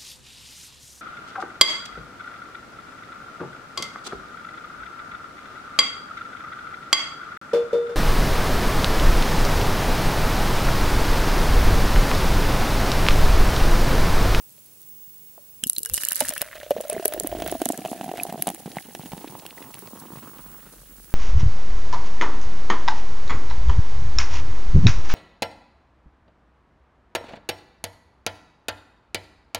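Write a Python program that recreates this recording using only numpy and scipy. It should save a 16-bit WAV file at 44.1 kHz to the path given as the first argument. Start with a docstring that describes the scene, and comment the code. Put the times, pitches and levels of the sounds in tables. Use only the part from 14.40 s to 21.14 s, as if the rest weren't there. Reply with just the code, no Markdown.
"""Bottom of a glass, at a small waterproof camera, as beer is poured in.
The first drops spatter on the housing; once it is covered, the stream is heard from within the liquid
as dull plops. Each plop rings the beer and the air column above it. The beer's ring sinks as it deepens
and fills with gas; the column's pitch climbs as the glass fills. Foam fizzes and the camera whines."""
import sys
import numpy as np
from scipy import signal
from scipy.fft import rfft, irfft
from scipy.io import wavfile

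SR = 44100
rng = np.random.default_rng(int(sys.argv[2]) if len(sys.argv) > 2 else 0)


def dump_mix(stems):
    """Bounce the given channels to the path in sys.argv[1] as a 16-bit WAV at rate SR."""
    frames = np.atleast_2d(stems).T  # one column per channel
    limited = np.clip(frames, -1, 1)  # hard clip at full scale
    pcm = np.round(limited * 32767).astype(np.int16)
    wavfile.write(sys.argv[1], SR, pcm)


N = 297234
TIME = np.arange(N) / SR
POUR_S, COVERED_S, SHALLOW_UNTIL_S, SUBMERGED_S = 1.23, 1.6, 2, 2.28  # covered: bottom; submerged: camera

# spectrum of a drop on the housing: f/Hz, level/dB
DROP_SPECTRUM = [(1300, -45), (2500, -23), (4000, -2.5), (5200, -5.5), (7000, 0), (9000, 3.5), (11000, 7.5),
                 (13000, 4), (16000, -7.5)]
# spectrum of a wet splash: f/Hz, level/dB
SPLASH_SPECTRUM = [(500, -5), (1100, -5), (1750, 2), (2300, -2), (2900, 1), (3700, -2.5), (5000, -9.5),
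                   (6500, -7.5), (7600, -13)]


def from_db(db):
    """Decibels to gain."""
    return 10 ** (np.asarray(db) / 20)


def rms_one(x):
    """Scale to rms 1."""
    return x / np.sqrt(np.mean(x ** 2) + 1e-20)


def in_time(rows):
    """Interpolate rows of (t/s, values...) to one curve per column."""
    times_s, *columns = np.transpose(rows)
    return [np.interp(TIME, times_s, column) for column in columns]


def add(out, at_s, sound):
    """Mix a short sound in."""
    i = max(int(at_s * SR), 0)
    out[..., i:i + sound.shape[-1]] += sound[..., :N - i]


def drift(knots_per_s):
    """Random wander: lines between unit Gaussian knots."""
    knots = rng.standard_normal(2000)
    return np.interp(TIME * knots_per_s, np.arange(len(knots)), knots)


def trapezoid(start_s, attack_s, end_s, release_s):
    """Linear fade in, hold at 1, fade out."""
    return np.clip(np.minimum((TIME - start_s) / attack_s, (end_s - TIME) / release_s), 0, 1)


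def colour(x, spectrum, size=2048):
    """Minimum-phase filter of unit energy with the given spectrum."""
    hz, db = np.transpose(spectrum)
    grid_hz = np.maximum(np.arange(size // 2 + 1) * SR / size, 1)
    gain = from_db(np.interp(np.log(grid_hz), np.log(hz), db))
    cepstrum = irfft(np.log(gain))
    cepstrum[1:size // 2] *= 2
    cepstrum[size // 2 + 1:] = 0
    response = irfft(np.exp(rfft(cepstrum)))
    return signal.fftconvolve(x, response[None] / np.linalg.norm(response), axes=-1)[:, :N]


def panned(x, pan_db):
    """Place between the two microphone ports; pan is left minus right."""
    return x * from_db(np.array([[.5], [-.5]]) * pan_db)


def stereo_noise(correlation):
    """White noise, partly common to both ports."""
    shared, own = rng.standard_normal(N), rng.standard_normal((2, N))
    return np.sqrt(correlation) * shared + np.sqrt(1 - correlation) * own


def band_noise(low_hz, high_hz):
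    """Band-passed noise, rms 1."""
    band = signal.butter(2, [low_hz, high_hz], "band", fs=SR, output="sos")
    return rms_one(signal.sosfilt(band, rng.standard_normal(N)))


def grains(per_s, spread_db):
    """Random clicks, many small and a few large."""
    sizes = from_db(spread_db * np.minimum(rng.exponential(1, N), 2.7))
    return sizes * (rng.random(N) < per_s / SR)


def crackle(per_s, spread_db, grain_s, correlation):
    """Tiny noise bursts in loose spurts, rms 1."""
    spurt_db, spurts_per_s = 3.3, 45
    sizes = grains(per_s, spread_db) * from_db(spurt_db * drift(spurts_per_s)) / np.sqrt(per_s)
    t = np.arange(-400, 400) / SR
    grain = np.exp(-abs(t) / grain_s * np.where(t < 0, 4, 2))
    power = np.maximum(signal.fftconvolve(sizes ** 2, grain, "same"), 0)
    return rms_one(np.sqrt(power) * stereo_noise(correlation))


def ring(hz, decay_s, soft_s, highpass_ratio, size=2400):
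    """A rounded suction pulse drives a damped mode; little leaks out far below its pitch."""
    t, push_t = TIME[:size], TIME[:size // 20]
    push = np.exp(-.5 * (push_t / soft_s - 3) ** 2)
    push /= abs(np.sum(push * np.exp(-2j * np.pi * hz * push_t)))  # unit gain at the mode
    mode = np.sin(2 * np.pi * hz * t) * np.exp(-t / decay_s)
    swing = np.gradient(mode) * SR / (2 * np.pi * hz)
    pole = np.exp(-2 * np.pi * highpass_ratio * hz / SR)
    radiated = signal.lfilter([1, -1], [1, -pole], swing)
    return -np.convolve(radiated, push)[:size]


def snap(hz, cycles, soft_s):
    """A very short ring, peak 1."""
    sound = ring(hz, cycles / hz, soft_s, highpass_ratio=.23)
    return sound / abs(sound).max()


def bubble(hz, cycles, rise, swell_cycles=.28):
    """A bubble swells in and rings; its pitch climbs by the fraction `rise` per 1/e of decay."""
    turns = hz * TIME[:2500]
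    envelope = (1 - np.exp(-(turns / swell_cycles) ** 2)) * np.exp(-turns / cycles)
    phase = 2 * np.pi * turns * (1 + rise * (turns / cycles / 2 - 1))
    return envelope / envelope.max() * np.sin(phase)


def splashes(clicks, decay_s):
    """Each click becomes a short wet burst of the same energy."""
    fall = np.exp(-2 * TIME[:SR // 20] / decay_s)
    power = np.maximum(signal.fftconvolve(clicks ** 2, fall / fall.sum())[:N], 0)
    return colour(np.sqrt(power) * rng.standard_normal((1, N)), SPLASH_SPECTRUM)[0]


def air_hz(at_s, empty_m=.146, shortest_m=.04, fill_m_per_s=.0085, fill_m_per_s2=.0033):
    """Quarter-wave pitch of the air column, which shortens a little faster as the head builds."""
    sound_m_per_s = 343
    t = np.maximum(at_s - COVERED_S, 0)
    length_m = np.maximum(empty_m - fill_m_per_s * t - fill_m_per_s2 * t ** 2 / 2, shortest_m)
    return sound_m_per_s / (4 * length_m)


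def liquid_hz(at_s, shallow_hz=244, submerged_hz=523, deep_hz=155, sink_s=.812):
    """The beer's ring: low in the shallows, high over the camera, then sinking with depth and gas."""
    if at_s < SHALLOW_UNTIL_S:
        return shallow_hz
    return deep_hz + (submerged_hz - deep_hz) * np.exp(-max(at_s - SUBMERGED_S, 0) / sink_s)


def liquid_cycles(at_s, clear_cycles=2.7, gassy_cycles=.84, clouding_s=.72):
    """Cycles to 1/e: the ring shortens as the beer clouds with gas."""
    clarity = np.exp(-max(at_s - SUBMERGED_S, 0) / clouding_s)
    return gassy_cycles + (clear_cycles - gassy_cycles) * clarity


def camera(hiss_db=-50.5, whine_hz=15626, waver_db=2.3):
    """Electronics: bright hiss at both ports, a thin wavering whine on the right."""
    # hiss: f/Hz, level/dB
    hiss_spectrum = [(59, -31), (100, 3.5), (196, 2.5), (236, -0.5), (472, -4.5), (570, -8), (1920, -15),
                     (2800, -11), (4000, -12.5), (5150, -10), (5960, -9.5), (8880, -4.5), (15000, -4)]
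    # whine: t/s, level/dB
    whine_levels = [(0.0, -52), (0.2, -61), (0.49, -47.5), (1.48, -55), (2.03, -50), (2.05, -61),
                    (3.11, -47.5), (3.36, -62), (6.18, -48.5), (6.4, -69), (6.48, -54), (6.74, -58)]
    hiss = from_db(hiss_db) * colour(stereo_noise(correlation=.14), hiss_spectrum)
    whine_rms = from_db(in_time(whine_levels)[0] + waver_db * drift(40))
    whine = np.sqrt(2) * whine_rms * np.sin(2 * np.pi * whine_hz * TIME)
    return panned(hiss, pan_db=-.7) + panned(whine, pan_db=-12)


def settling(level_db=-60, fade_s=(.3, .97)):
    """Faint ticks on the housing before the pour."""
    ticks = colour(crackle(per_s=40, spread_db=0, grain_s=.0005, correlation=.89), DROP_SPECTRUM)
    return from_db(level_db) * np.interp(TIME, fade_s, [1, 0]) * ticks


def knocks(soft_cycles=.11, air_db=-13, air_decay_s=.013):
    """Dead knocks as the empty glass is handled; each faintly rings the air inside."""
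    # knocks: t/s, peak/dB, f/Hz
    taps = [(0.18, -45.5, 2730), (0.979, -32.5, 635)]
    out = np.zeros(N)
    for at_s, db, hz in taps:
        hollow = bubble(air_hz(at_s), air_decay_s * air_hz(at_s), rise=0)
        add(out, at_s, from_db(db) * snap(hz, cycles=.62, soft_s=soft_cycles / hz))
        add(out, at_s, from_db(db + air_db) * hollow)
    return out


def surge(still_db=-78, pouring_db=-70):
    """Slow pressure swings on the housing: a faint floor that rises with the pour, and a few swells."""
    # liquid pushing on the housing: t/s, level/dB, half-width/s
    pushes = [(1.53, -37, 0.02), (1.873, -48, 0.022), (2.2, -62, 0.14), (2.98, -43, 0.17),
              (4.735, -56, 0.041)]
    swells = sum(from_db(db) * np.exp(-((TIME - at_s) / width_s) ** 2) for at_s, db, width_s in pushes)
    floor = from_db(np.where(TIME < POUR_S, still_db, pouring_db))
    return (floor + swells) * band_noise(low_hz=30, high_hz=95)


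def foam():
    """Dense wet spray while the stream hits the shallows, easing to a fine sparkle of foam."""
    # spray and foam: t/s, splash level/dB, fizz level/dB
    levels = [(1.2, -44, -65), (1.31, -87, -61), (1.52, -55, -62), (1.55, -55, -36.5), (1.69, -58, -35),
              (1.85, -42, -35), (2.0, -52.5, -45), (2.25, -53, -57), (2.65, -56, -45), (2.95, -51, -51),
              (3.2, -53, -42), (3.6, -53.5, -48.5), (4.16, -55, -48), (5.13, -59.5, -52), (6.2, -62, -54),
              (6.74, -67, -54.5)]
    # fizz: f/Hz, level/dB
    fizz_spectrum = [(2350, -22), (4000, 0), (5050, -1.5), (6580, 0), (8210, 1), (9740, 6.5), (11700, 3),
                     (15000, -11)]
    splash_db, fizz_db = in_time(levels)
    splash = colour(crackle(per_s=410, spread_db=1.5, grain_s=.0013, correlation=1), SPLASH_SPECTRUM)
    shallow = TIME < SHALLOW_UNTIL_S
    per_s, spread_db = np.where(shallow, 420, 520), np.where(shallow, 3.5, 1.5)
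    fizz = colour(crackle(per_s, spread_db, grain_s=.0006, correlation=.0053), fizz_spectrum)
    return (TIME > POUR_S) * (from_db(splash_db) * splash + panned(from_db(fizz_db) * fizz, pan_db=-1))


def flecks(level_db=-44):
    """Droplets thrown off the first drops tick sharply on the dry housing."""
    ticks = colour(crackle(per_s=170, spread_db=4, grain_s=.0004, correlation=.079), DROP_SPECTRUM)
    return from_db(level_db) * (TIME > POUR_S) * (TIME < COVERED_S) * ticks


def bubbles():
    """Single ringing bubbles; the heavily damped ones glide the most."""
    # bubbles: t/s, peak/dB, f/Hz, 1/e decay/cycles
    singles = [(1.232, -34, 220, 1.5), (1.237, -18, 3045, 12), (1.238, -22, 3340, 8.2),
               (1.263, -27.5, 216, 0.98), (1.365, -20.5, 4100, 11), (1.378, -36.5, 254, 1.2),
               (1.406, -39, 330, 0.55), (1.463, -34.5, 1590, 6.9), (1.582, -26, 3050, 4.4),
               (1.636, -34, 1750, 7.4), (1.687, -24, 3000, 7.2), (1.716, -22, 1680, 2.3),
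               (1.809, -21, 876, 6), (1.849, -23.5, 1770, 3.5), (1.896, -32, 248, 1.2),
               (1.965, -19.5, 1680, 2), (2.015, -26, 2470, 4.5), (2.023, -25, 1690, 1.5),
               (2.130, -25.5, 1750, 1.6), (2.354, -35.5, 210, 0.91), (2.387, -36, 214, 1.7),
               (2.544, -32, 213, 1.3), (2.579, -31.5, 182, 1), (2.580, -27, 1800, 2.8),
               (2.827, -34.5, 189, 2.7), (3.282, -31, 287, 1.6), (3.799, -20, 2490, 8),
               (4.385, -20.5, 2030, 2.5), (5.179, -33, 1960, 4.7), (5.705, -38, 314, 0.87),
               (5.73, -34, 170, 0.92), (5.834, -37.5, 280, 2)]
    out = np.zeros(N)
    for at_s, db, hz, cycles in singles:
        add(out, at_s, from_db(db) * bubble(hz, cycles, rise=.13 / cycles))
    return out


def drops(splash_db=5.5, tail_db=-20, spot_hz=9800, spot_q=7.4, crack_to_wall_db=-20, mid_to_wall_db=21):
    """A drop spreads on the housing, cracks, dies in a few milliseconds and rings the glass wall."""
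    # biggest drops: t/s, treble energy/dB, midrange energy/dB, left minus right/dB
    impacts = [(1.238, 2.5, -16, -1), (1.27, -4, -40, -2), (1.276, -10, -48, 5), (1.298, 7.5, -29, 1.5),
               (1.323, -20, -62, -1), (1.332, -7, -60, 0), (1.352, -21, -61, 0), (1.363, -14, -45, -5),
               (1.383, 2.5, -32, -1), (1.391, -9, -49, -4), (1.422, -27, -50, 0), (1.432, -1, -43, 0),
               (1.45, -6, -29, -7), (1.459, -3, -21, 3), (1.498, -6.5, -26.5, 0), (1.537, -0.5, -39, 11),
               (1.542, 3.5, -18, -10), (1.548, -5, -34, 3), (1.568, -5, -30, 5), (1.578, -6, -11.5, -5),
               (1.61, -8, -43, -4), (1.635, -0.5, -15, 0), (1.651, 2, -44, -6), (1.671, -9, -34, -1),
               (1.686, 3, -26, -4), (1.720, 2, -15, 1), (1.731, -3.5, -35, -4), (1.757, -2, -30, -8),
               (1.764, -2.5, -26, 1), (1.805, 5.5, -30, -8), (1.808, -2, -7.5, -4), (1.853, -7.5, -27, -2),
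               (1.885, -0.5, -15.5, -4), (1.892, 1, -23, 0), (1.904, -11, -20.5, 10), (1.937, -8, -21, 0),
               (1.979, -6, -16.5, 3), (2.017, 2, -11.5, -1), (2.025, -14, -24, -2), (2.307, -11.5, -24, 9),
               (2.411, -10, -49, 7), (2.482, -16, -37, 4), (2.499, -1, -35, 0), (2.530, -6.5, -26, -1),
               (2.652, -4, -26, 4), (2.656, 5, -29, 3), (2.680, -2, -33, 5), (2.737, -6.5, -18.5, 5),
               (2.799, 1.5, -29, -4), (2.835, -10.5, -39, 1), (2.872, -4.5, -40, -4), (3.045, -17, -40, -1),
               (3.077, -7.5, -17.5, -5), (3.115, -7.5, -38, 1), (3.218, -6, -21, -1), (3.256, 2, -21, -5),
               (3.289, 0.5, -22.5, -3), (3.322, -6.5, -31, -3), (3.376, -8.5, -39, -1),
               (3.475, -16, -42, 3), (3.773, -18.5, -19, -3), (3.926, -15.5, -35, 4),
               (3.834, -0.5, -41, -4), (4.023, 1.5, -14.5, 2), (4.073, -2.5, -25, 6), (4.089, -7, -18, -7),
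               (4.102, -12, -30, -2), (4.147, -14, -29, -1), (4.55, -20, -19.5, -1),
               (5.064, -16, -22.5, -5), (5.343, -17.5, -33, -3), (5.391, -18.5, -37, 2)]
    lead_s, rise_s, crack_s, tail_s = .004, .00025, .0007, .0045
    t = TIME[:1100] - lead_s
    envelope = np.exp(-abs(t) / np.where(t < 0, rise_s, crack_s))
    envelope += from_db(tail_db) * np.exp(-abs(t) / np.where(t < 0, tail_s / 2, tail_s))
    cracks, splash = np.zeros((2, 2, N))
    blows = np.zeros(N)
    for at_s, treble_db, mid_db, pan_db in impacts:
        bursts = rng.standard_normal((3, len(t))) * envelope  # left crack, right crack, splash
        hz = min(spot_hz * np.exp(rng.uniform(-.4, .35)), 15000)  # each spot has its own resonance
        bursts[:2] += 2 * signal.lfilter(*signal.iirpeak(hz, spot_q, fs=SR), bursts[:2])
        bursts /= np.linalg.norm(bursts, axis=1, keepdims=True)
        start_s = at_s - lead_s + rise_s
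        add(cracks, start_s, panned(bursts[:2] * from_db(treble_db), pan_db))
        add(splash, start_s, bursts[2] * from_db(mid_db + splash_db))
        blows[int(at_s * SR)] = from_db(treble_db + crack_to_wall_db) + from_db(mid_db + mid_to_wall_db)
    return colour(cracks, DROP_SPECTRUM) + colour(splash, SPLASH_SPECTRUM) + glass_wall(blows)


def glass_wall(blows, gain_db=-3, spread_db=1.5, pitch_spread=.018, port_spread_rad=.7):
    """Wall modes ring differently at each blow and port; the rising beer damps them."""
    # wall modes: f/Hz, level/dB, dry T60/s
    modes = [(2870, -37.5, 0.09), (5260, -38, 0.046)]
    t, out = TIME[:SR // 8], np.zeros((2, N))
    for i in np.flatnonzero(blows):
        damping = 1 + 1.6 * max(i / SR - COVERED_S, 0)
        for hz, db, t60_s in modes:
            louder, higher, apart = rng.standard_normal(3)
            envelope = from_db(db + gain_db + spread_db * louder - 60 * damping * t / t60_s)
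            phase = 2 * np.pi * hz * (1 + pitch_spread * higher) * t
            port_rad = port_spread_rad * apart * np.array([[1], [-1]])
            add(out, i / SR, blows[i] * envelope * np.sin(phase + port_rad))
    return out


def puddle(level_db=-53, waver_db=6.5, start_s=1.36, start_hz=330, rise_hz_per_s=1080):
    """A faint tone glides up to the air column's pitch as the bottom is first covered."""
    hz = np.minimum(start_hz + rise_hz_per_s * (TIME - start_s), air_hz(TIME))
    envelope = trapezoid(start_s, attack_s=.059, end_s=1.69, release_s=.15)
    return from_db(level_db + waver_db * drift(57.86)) * envelope * np.sin(2 * np.pi * np.cumsum(hz) / SR)


def splatter(level_db=-33, centre_hz=1750, pitch_spread=.064, cluster_s=.016, count=26):
    """The stream whips clusters of three small, quickly damped bubbles into the shallow beer."""
    out = np.zeros(N)
    for at_s in np.linspace(COVERED_S - .03, SUBMERGED_S - .08, count) + rng.uniform(-.012, .012, count):
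        for hz in centre_hz * np.exp(pitch_spread * rng.standard_normal(3)):
            add(out, at_s + cluster_s * rng.random(), snap(hz, cycles=1.05, soft_s=.00005))
    return from_db(level_db) * out


def churn(spread_db=3.5, air_gain_db=.5, splash_db=-12, foam_damping_per_s=.73):
    """Small plops fill the gaps, finer, denser and more varied as foam builds. Returns liquid, air."""
    # small plops: t/s, liquid level/dB, air column level/dB
    levels = [(1.6, -68, -62), (2.08, -84, -49.5), (2.29, -87, -54.5), (2.52, -62, -38.5),
              (2.96, -41, -39.5), (3.81, -42.5, -40.5), (4.23, -47, -49), (4.8, -50, -54),
              (5.83, -51.5, -54.5), (6.49, -58.5, -66.5), (6.74, -60.5, -62)]
    clicks = grains(per_s=np.interp(TIME, [4.3, 5.7], [95, 190]), spread_db=spread_db)
    liquid, air = np.zeros((2, N))
    for i in np.flatnonzero(clicks):
        at_s = i / SR
        beer_detune, column_detune = np.clip(rng.standard_normal(2), -1.2, 2)
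        gassy = np.interp(at_s, [3.1, 4.6], [0, 1])
        pitch_spread = .35 + .11 * gassy
        beer_hz = liquid_hz(at_s) * 1.43 ** gassy * np.exp(pitch_spread * beer_detune)
        beer = ring(beer_hz, 1.08 * liquid_cycles(at_s) / beer_hz, soft_s=.00028, highpass_ratio=.53)
        column_hz = air_hz(at_s) * np.exp(.055 * column_detune)
        column_cycles = 8.2 * np.exp(-foam_damping_per_s * (at_s - 3))
        column = ring(column_hz, column_cycles / column_hz, soft_s=.11 / column_hz, highpass_ratio=.5)
        add(liquid, at_s, clicks[i] * rms_one(beer))
        add(air, at_s, clicks[i] * rms_one(column))
    air = rms_one(air) + from_db(splash_db) * rms_one(splashes(clicks, decay_s=.0057))
    liquid_db, air_db = in_time(levels)
    flowing = TIME > COVERED_S
    return flowing * np.array([from_db(liquid_db) * rms_one(liquid), from_db(air_db + air_gain_db) * air])


def plops(tick_db=-12, soft_s=.00018, pitch_spread=.02, foam_damping_per_s=.72):
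    """Air pockets ring beer and air column, closing with a splash and a tick. Returns liquid, air."""
    # biggest plunging pockets: t/s, liquid level/dB, column level/dB, splash energy/dB, liquid f/Hz
    pockets = [(1.809, -44, -18.5, -28, 134), (1.82, -24.5, -20, -9, 260), (1.909, -26.5, -45, -15.0, 630),
               (1.923, -54, -30.0, -16.0, 450.0), (2.011, -58, -35, -8, 120.0),
               (2.023, -21.5, -32, -22.0, 648), (2.154, -62, -31, -19, 120.0),
               (2.18, -66, -36.0, -23, 140.0), (2.201, -50, -35.0, -18.5, 590),
               (2.231, -48, -28.5, -16, 555.0), (2.264, -38, -33, -38, 505.0), (2.308, -9, -11.5, -10, 535),
               (2.315, -19, -12.5, -12, 510), (2.365, -17.5, -22.0, -26, 474),
               (2.382, -34.5, -24, -23.0, 245.0), (2.405, -18.5, -27, -17, 523),
               (2.499, -53, -19, -15.0, 146), (2.525, -20.0, -35, -23.0, 430),
               (2.565, -17, -22.5, -36, 395), (2.597, -18, -26, -17, 385.0), (2.655, -12, -17.0, -8, 417),
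               (2.723, -39, -22, -12.0, 330.0), (2.745, -24, -27, -22.0, 380),
               (2.763, -36, -23.5, -30.0, 610.0), (2.777, -20.5, -34, -21, 350),
               (2.808, -21, -26, -25, 406), (2.846, -14, -43.0, -29, 305), (2.868, -22.5, -33.0, -25, 560),
               (2.926, -25, -15.5, -24, 350.0), (2.95, -22.5, -21, -28, 328),
               (3.001, -31.0, -37, -13.5, 390.0), (3.021, -21, -16.5, -7, 310.0),
               (3.062, -23, -19.5, -10, 350.0), (3.082, -30, -21.5, -10.5, 165.0),
               (3.096, -42, -42, -11.5, 350.0), (3.124, -14.5, -15, -13.5, 357),
               (3.152, -18, -19, -21, 257), (3.217, -9.5, -15, -9.5, 315.0),
               (3.26, -14.5, -16.5, -11.5, 253), (3.302, -10.5, -15.0, -15, 285),
               (3.333, -30, -26, -22.0, 635.0), (3.389, -20.0, -53, -28.0, 260.0),
               (3.416, -33.0, -33, -32, 635.0), (3.45, -24, -16, -13, 300.0),
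               (3.458, -26.5, -17.0, -12.5, 178), (3.516, -16.5, -24, -19.5, 244),
               (3.53, -37, -18, -19, 260.0), (3.611, -21.5, -19.5, -14, 213),
               (3.642, -27, -24.5, -17, 220.0), (3.68, -24, -24.5, -30, 250.0),
               (3.715, -22, -18, -16.5, 350.0), (3.738, -23, -20.5, -34, 405.0),
               (3.78, -32, -25.0, -14.0, 215.0), (3.852, -28, -19.0, -37, 398),
               (3.898, -30, -25, -16, 175.0), (3.925, -23.5, -19.0, -24, 200),
               (3.944, -20.5, -25.0, -35.0, 212), (3.957, -27.0, -25, -38, 434),
               (4.07, -21.5, -12, -6, 277), (4.08, -17.0, -11.5, -9, 202), (4.101, -24, -19, -16.5, 190.0),
               (4.259, -20.5, -32, -20.5, 170), (4.277, -22.5, -51, -46, 360),
               (4.369, -19.5, -14.5, -14.5, 173), (4.55, -31, -22.5, -14.5, 365.0),
               (4.595, -24.5, -27, -36, 145.0), (4.659, -26.5, -35, -19, 185.0),
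               (4.719, -38.0, -25.5, -15.5, 367), (4.733, -20, -22, -24, 161),
               (4.778, -27, -33, -19.5, 194), (4.844, -21, -22.5, -32, 288), (4.875, -32, -34, -23, 280.0),
               (4.952, -33.0, -22.5, -28, 144), (4.99, -39, -45.0, -27, 145.0),
               (5.053, -32, -27.5, -32, 415.0), (5.206, -30, -34, -33, 265.0),
               (5.533, -25.5, -31.0, -46, 235.0), (5.66, -31.5, -43.0, -33, 245.0),
               (5.772, -28.5, -32, -33, 130.0)]
    liquid, air, clicks = np.zeros((3, N))
    for at_s, liquid_db, column_db, splash_db, beer_hz in pockets:
        beer = ring(beer_hz, liquid_cycles(at_s) / beer_hz, soft_s, highpass_ratio=1)
        column_hz = air_hz(at_s) * (1 + pitch_spread * rng.standard_normal())
        column_decay_s = .004 * np.exp(-foam_damping_per_s * (at_s - 3))
        column = ring(column_hz, column_decay_s, soft_s=.00024, highpass_ratio=.25)
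        add(liquid, at_s - soft_s, from_db(liquid_db) * beer)
        add(air, at_s - soft_s, from_db(column_db) * column)
        clicks[int(at_s * SR)] = from_db(splash_db)
    ticks = from_db(tick_db) * colour(clicks[None], DROP_SPECTRUM)[0]
    return np.array([liquid, air + splashes(clicks, decay_s=.0042) + ticks])


def gurgle(level_db=-35, fade_db_per_s=5.5, spread_db=3, pitch_spread=.42, jitter_s=.04, count=60):
    """Large bubbles carried down by the stream: rising glugs pitched between beer and air column."""
    out = np.zeros(N)
    for at_s in np.linspace(2.35, 6.1, count):
        louder, later, higher = rng.standard_normal(3)
        db = level_db - fade_db_per_s * (at_s - 3) + spread_db * louder
        hz = min(1.05 * liquid_hz(at_s) * np.exp(pitch_spread * abs(higher)), air_hz(at_s))
        add(out, at_s + jitter_s * later, from_db(db) * bubble(hz, cycles=4.1, rise=.06))
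    return out


def tinkle(level_db=-41, fade_db_per_s=9, spread_db=4.5, centre_hz=2500, pitch_spread=.377, count=150):
    """Small bubbles of many sizes ring briefly, ever fainter under the head."""
    out = np.zeros(N)
    for at_s in rng.uniform(2.35, 5.5, count):
        louder, higher = np.clip(rng.standard_normal(2), -2, 2)
        db = level_db - fade_db_per_s * max(at_s - 3.3, 0) + spread_db * louder
        hz = centre_hz * np.exp(pitch_spread * higher)
        add(out, at_s, from_db(db) * bubble(hz, cycles=5.9, rise=.034))
    return out


def pops(gain_db=1.5, small_db=(-42, -36), centre_hz=3300, pitch_spread=.51, stagger_s=.0026):
    """A bursting foam cell takes two neighbours with it; small bursts fall at random among big ones."""
    # biggest cells bursting in the head: t/s, level/dB
    big = [(4.317, -30.5), (4.425, -36), (4.879, -31), (4.911, -41.5), (4.997, -32.5), (5.06, -40),
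           (5.108, -31.5), (5.225, -33), (5.341, -31.5), (5.352, -34), (5.473, -33)]
    small = [(rng.uniform(4.6, 6.1), rng.uniform(*small_db)) for _ in range(10)]
    out = np.zeros(N)
    for at_s, db in big + small:
        for cell in range(3):
            hz = min(centre_hz * np.exp(pitch_spread * rng.standard_normal()), SR / 5)
            peak = from_db(db + gain_db) / (1 + cell / 2)
            add(out, at_s + cell * stagger_s * rng.random(), peak * snap(hz, cycles=.9, soft_s=.00003))
    return out


def head(level_db=-62, half_width_hz=330, flutter_db=5):
    """Near the brim, fine foam simmers into the short air column."""
    lowpass = signal.butter(2, half_width_hz, fs=SR, output="sos")
    noise = signal.sosfilt(lowpass, rng.standard_normal((2, N)))
    carrier = np.exp(2j * np.pi * np.cumsum(air_hz(TIME)) / SR)
    simmer = rms_one(np.real((noise[0] + 1j * noise[1]) * carrier))
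    envelope = trapezoid(start_s=4.63, attack_s=.38, end_s=6.4, release_s=.13)
    return from_db(level_db + flutter_db * drift(150)) * envelope * simmer


def rumble(level_db=-56, centre_hz=42, start_s=5.88, attack_s=.15):
    """A deep rumble sets in as the glass nears full."""
    envelope = np.clip((TIME - start_s) / attack_s, 0, 1)
    return from_db(level_db) * envelope * band_noise(centre_hz / 1.2, centre_hz * 1.2)


def scene(left_lag_s=.00001):
    """Low sounds reach both ports almost in step through the liquid; spray differs between them."""
    liquid, air = plops() + churn()
    left, right = panned(liquid + gurgle(), pan_db=-2) + panned(air + puddle(), pan_db=-1.5)
    pour = np.array([np.interp(TIME - left_lag_s, TIME, left), right])
    bubbling = bubbles() + splatter() + tinkle() + pops() + head()
    pressure = surge() + rumble()
    spray = drops() + flecks() + foam()
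    return pour + bubbling + pressure + spray + knocks() + settling() + camera()


def record(dry):
    """Full-scale clip, then a steep low-pass."""
    cutoff_hz = 16200
    lowpass = signal.ellip(12, .1, 95, cutoff_hz, fs=SR, output="sos")
    return signal.sosfilt(lowpass, np.clip(dry, -1, 1))


dry = scene()
out = record(dry)
dump_mix(out)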